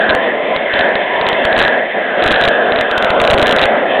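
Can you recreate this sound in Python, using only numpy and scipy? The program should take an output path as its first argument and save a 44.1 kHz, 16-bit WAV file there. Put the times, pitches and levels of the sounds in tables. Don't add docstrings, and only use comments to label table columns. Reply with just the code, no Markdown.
import sys
import numpy as np
from scipy.fft import rfft, irfft, next_fast_len
from scipy.io import wavfile
from scipy.ndimage import uniform_filter1d, map_coordinates

SR = 44100
rng = np.random.default_rng(int(sys.argv[2]) if len(sys.argv) > 2 else 0)


def digitize_waveform(pressure):
    field = np.atleast_2d(pressure).T
    bounded = np.clip(field, -1, 1)
    quanta = np.round(bounded * 32767).astype(np.int16)
    wavfile.write(sys.argv[1], SR, quanta)


N = 176400


def amp(db):
    return 10 ** (np.asarray(db) / 20)


def unit_rms(x):
    return x / np.sqrt(np.mean(x ** 2) + 1e-20)


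def curves(rows):
    times, *columns = np.transpose(rows)
    return [np.interp(np.arange(N) / SR, times, column) for column in columns]


def wobble(knots_per_s):
    return map_coordinates(rng.standard_normal(1024), [np.arange(N) * knots_per_s / SR], mode="wrap")


def filtered(x, response):
    size = next_fast_len(N + SR // 2)
    hz = np.fft.rfftfreq(size, 1 / SR)
    return irfft(rfft(x, size) * response(hz), size)[..., :N]


def coloured(x, spectrum):
    points_hz, points_db = np.transpose(spectrum)

    def response(hz):
        gain_db = np.interp(np.log(hz + 1), np.log(points_hz), points_db)
        return amp(gain_db) / np.maximum(hz / points_hz[-1], 1) ** 2
    return filtered(x, response)


def low_pass(x, edge_hz):
    return filtered(x, lambda hz: 1 / np.sqrt(1 + (hz / edge_hz) ** 70))


def overload(x, ceiling):
    return x / (1 + (x / ceiling) ** 8) ** (1 / 8)


def turbulence(levels, spectrum, flutter_db, flutter_per_s):
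    level_db, = curves(levels)
    gain = amp(level_db + flutter_db * wobble(flutter_per_s))
    return gain * unit_rms(coloured(rng.standard_normal(N), spectrum))


def resonance(track, half_width_hz, skirt_slope, waver_hz):
    centre_hz, level_db = curves(track)
    noise = rng.standard_normal((2, N))
    in_phase, quadrature = filtered(noise, lambda hz: (1 + (hz / half_width_hz) ** skirt_slope) ** -.5)
    phase = 2 * np.pi * np.cumsum(centre_hz + waver_hz * wobble(10)) / SR
    return amp(level_db) * unit_rms(in_phase * np.cos(phase) + quadrature * np.sin(phase))


# (time [s], relative level [dB])
DEEP_LEVELS = [(0.0, -14.5), (0.32, -16), (0.41, -18.5), (0.5, -14.5), (0.72, -21), (0.8, -13.5),
               (1.08, -20), (1.22, -16), (1.73, -14.5), (1.93, -24.5), (1.95, -16.5), (2.08, -21),
               (2.16, -15), (2.82, -14.5), (2.83, -18), (3.32, -11.5), (3.98, -15), (4.0, -6.5)]
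MIDDLE_LEVELS = [(0.0, -30), (1.08, -40), (1.29, -25), (1.39, -35.5), (1.61, -24), (1.92, -42.5),
                 (2.27, -24), (2.83, -28), (3.27, -21.5), (4.0, -27.5)]
HISS_LEVELS = [(0, -27), (.35, -33), (.8, -29), (1.5, -28.5), (1.95, -34), (2.35, -25), (2.6, -30),
               (3.25, -28.5), (3.55, -29.5), (3.75, -31), (4, -29.5)]
# (frequency [Hz], relative level [dB])
DEEP_SPECTRUM = [(25, -37), (90, -37), (150, -23), (225, -9.5), (310, -11), (430, -6), (520, -2.5),
                 (605, 1), (720, -1.5), (860, -11.5), (1250, -23), (2000, -34.5)]
MIDDLE_SPECTRUM = [(600, -25), (850, -5), (1150, -4.5), (1350, 0), (1520, -5.5), (2000, -26)]
HISS_SPECTRUM = [(1800, -25), (2400, -4), (2600, 1), (2860, -5), (3150, 1.5), (3370, -6), (3540, 0),
                 (3720, -17.5), (4000, -21.5), (4400, -19)]


def flames():
    deep = turbulence(DEEP_LEVELS, DEEP_SPECTRUM, flutter_db=.5, flutter_per_s=21)
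    middle = turbulence(MIDDLE_LEVELS, MIDDLE_SPECTRUM, flutter_db=.94, flutter_per_s=16)
    hiss = turbulence(HISS_LEVELS, HISS_SPECTRUM, flutter_db=1.75, flutter_per_s=20)
    return amp(1) * deep + amp(.5) * middle + amp(1) * hiss


# (time [s], centre [Hz], relative level [dB])
JET_TRACK = [(0.0, 1710, -23.5), (0.01, 1680, -16.5), (0.12, 1600, -16), (0.22, 1820, -22),
             (0.31, 1790, -21), (0.38, 1763, -33), (0.69, 1714, -25.5), (0.71, 1718, -18.5),
             (0.86, 1650, -17), (0.98, 1750, -24), (1.36, 1710, -24), (1.65, 1685, -13),
             (1.89, 1760, -26.5), (2.31, 1600, -15), (2.82, 1708, -21.5), (3.09, 1449, -17),
             (3.16, 1540, -25.5), (3.25, 1443, -20.5), (3.31, 1594, -21), (3.38, 1480, -24),
             (3.48, 1745, -18), (3.55, 1553, -19), (3.91, 1717, -27), (4.0, 1697, -19)]
WHISTLE_TRACK = [(0.0, 923, -48.5), (0.13, 1030, -18.5), (0.3, 1010, -27.5), (0.56, 1020, -21.5),
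                 (0.63, 967, -32.5), (0.91, 954, -19), (0.95, 991, -30), (1.22, 968, -12), (1.44, 961, -26),
                 (1.45, 991, -24), (1.76, 961, -22), (1.9, 962, -44), (2.28, 1020, -33), (3.02, 965, -24),
                 (3.35, 1020, -19.5), (3.85, 977, -35.5), (3.95, 1060, -25), (4.0, 975, -27)]
RUSH_TRACK = [(0.0, 1895, -28), (0.52, 2066, -21), (1.63, 1980, -21), (2.46, 1983, -26), (2.58, 1917, -33),
              (2.83, 1946, -20.5), (2.87, 1910, -32), (3.1, 2034, -23.5), (3.16, 1939, -30),
              (3.21, 2097, -22), (3.24, 1999, -36), (3.49, 1942, -20.5), (3.66, 2052, -19.5),
              (4.0, 1917, -27)]


def forced_air():
    jet = resonance(JET_TRACK, half_width_hz=110, skirt_slope=3.2, waver_hz=20)
    whistle = resonance(WHISTLE_TRACK, half_width_hz=50, skirt_slope=3.2, waver_hz=6)
    rush = resonance(RUSH_TRACK, half_width_hz=135, skirt_slope=2.7, waver_hz=24.885)
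    return amp(1) * jet + amp(-4.5) * whistle + amp(-2) * rush


# (time [s], cracks [count], relative level of the bright edge [dB])
OVERLOAD_SNAPS = [(0.095, 1, -45), (0.099, 1, -42.5), (0.107, 1, -42), (0.152, 2, -9.5), (0.562, 1, -30.5),
                  (0.738, 1, -47), (0.793, 1, -21.5), (0.81, 1, -47), (0.954, 1, -49), (1.214, 1, -38),
                  (1.269, 1, -44), (1.288, 2, -9.5), (1.332, 1, -27), (1.453, 6, -12), (1.529, 1, -37),
                  (1.566, 1, -46.5), (1.58, 2, -14.5), (1.592, 3, -9), (1.598, 1, -14.5), (1.605, 1, -29),
                  (1.618, 6, -24.5), (1.628, 1, -14.5), (1.64, 1, -28), (1.651, 1, -20.5), (1.679, 1, -20),
                  (2.225, 1, -42.5), (2.242, 1, -12.5), (2.264, 5, -15), (2.277, 1, -10.5), (2.287, 1, -30),
                  (2.31, 1, -18), (2.316, 6, -18.5), (2.32, 2, -10), (2.326, 1, -15.5), (2.344, 1, -45),
                  (2.363, 1, -39), (2.415, 1, -13), (2.423, 1, -44), (2.44, 3, -15.5), (2.453, 2, -13),
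                  (2.479, 3, -18), (2.486, 1, -12), (2.722, 1, -38), (2.759, 1, -32), (2.79, 1, -48),
                  (2.812, 1, -10), (2.914, 1, -18), (2.981, 2, -9), (3.024, 1, -14), (3.047, 1, -12.5),
                  (3.104, 3, -16.5), (3.202, 4, -16.5), (3.218, 2, -4.5), (3.24, 1, -18.5), (3.251, 1, -15),
                  (3.275, 1, -11.5), (3.278, 2, -25), (3.302, 2, -12), (3.307, 2, -2.5), (3.315, 2, -13.5),
                  (3.334, 2, -13), (3.338, 1, -13), (3.345, 2, -13), (3.379, 1, -45), (3.386, 2, -12),
                  (3.395, 1, -16), (3.416, 1, -12.5), (3.428, 6, -5), (3.461, 1, -27.5), (3.469, 1, -5.5),
                  (3.481, 2, -13), (3.496, 1, -12.5), (3.512, 2, -8.5), (3.524, 2, -7), (3.53, 1, -17.5),
                  (3.563, 1, -8), (3.587, 2, -23), (3.595, 3, -18.5), (3.617, 2, -11.5), (3.622, 1, -29),
                  (3.629, 1, -51), (3.633, 1, -16), (3.64, 5, -22.5), (3.655, 2, -10)]
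# (frequency [Hz], relative level [dB])
EDGE_SPECTRUM = [(3800, -40), (4600, 0.5), (6300, 0), (9000, -6.5), (12000, -11.5), (16000, -17)]


def snaps(roar, reach_s=.0018, step_samples=5):
    cracks, edges = np.zeros((2, N))
    sizes = 8.5 * amp(.5 * rng.standard_normal(len(OVERLOAD_SNAPS)))
    for (time_s, count, edge_db), size in zip(OVERLOAD_SNAPS, sizes):
        nearby = np.arange(round((time_s - reach_s) * SR), round((time_s + reach_s) * SR), step_samples)
        highest_first = np.argsort(-np.abs(roar[nearby]))
        crests = nearby[highest_first[:count]]
        side = np.sign(roar[crests])
        cracks[crests] -= size * side
        edges[crests] += side * amp(edge_db + 5.5) / np.sqrt(len(crests))
    return cracks, coloured(edges, EDGE_SPECTRUM)


def ticks(roar, mean_per_s=17):
    power = np.abs(uniform_filter1d(roar ** 2, size=8192))
    crowding = power ** 9
    hits = rng.random(N) < mean_per_s / SR * crowding / crowding.mean()
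    strengths = amp(-34 + 5.5 * rng.standard_normal(N))
    return coloured(hits * strengths, EDGE_SPECTRUM)


# (time [s], level before overload [dB])
SNAP_THUMPS = [(3.304, -12), (3.346, -12.5), (3.386, -19), (3.427, -20)]


def thumps(half_length_s=.0016):
    t = np.arange(N) / SR
    return -sum(amp(db) * np.exp(-.5 * ((t - time_s) / half_length_s) ** 2) for time_s, db in SNAP_THUMPS)


def scene():
    roar = overload(flames() + forced_air(), ceiling=.66)
    cracks, edges = snaps(roar)
    narrow = low_pass(roar + cracks + thumps(), edge_hz=4020)
    squashed = overload(narrow, ceiling=.72)
    body = low_pass(squashed, edge_hz=4500)
    return (body + edges + ticks(roar))[None]


def record(dry):
    return filtered(dry, lambda hz: hz < 15900)


dry = scene()
out = record(dry)
digitize_waveform(out)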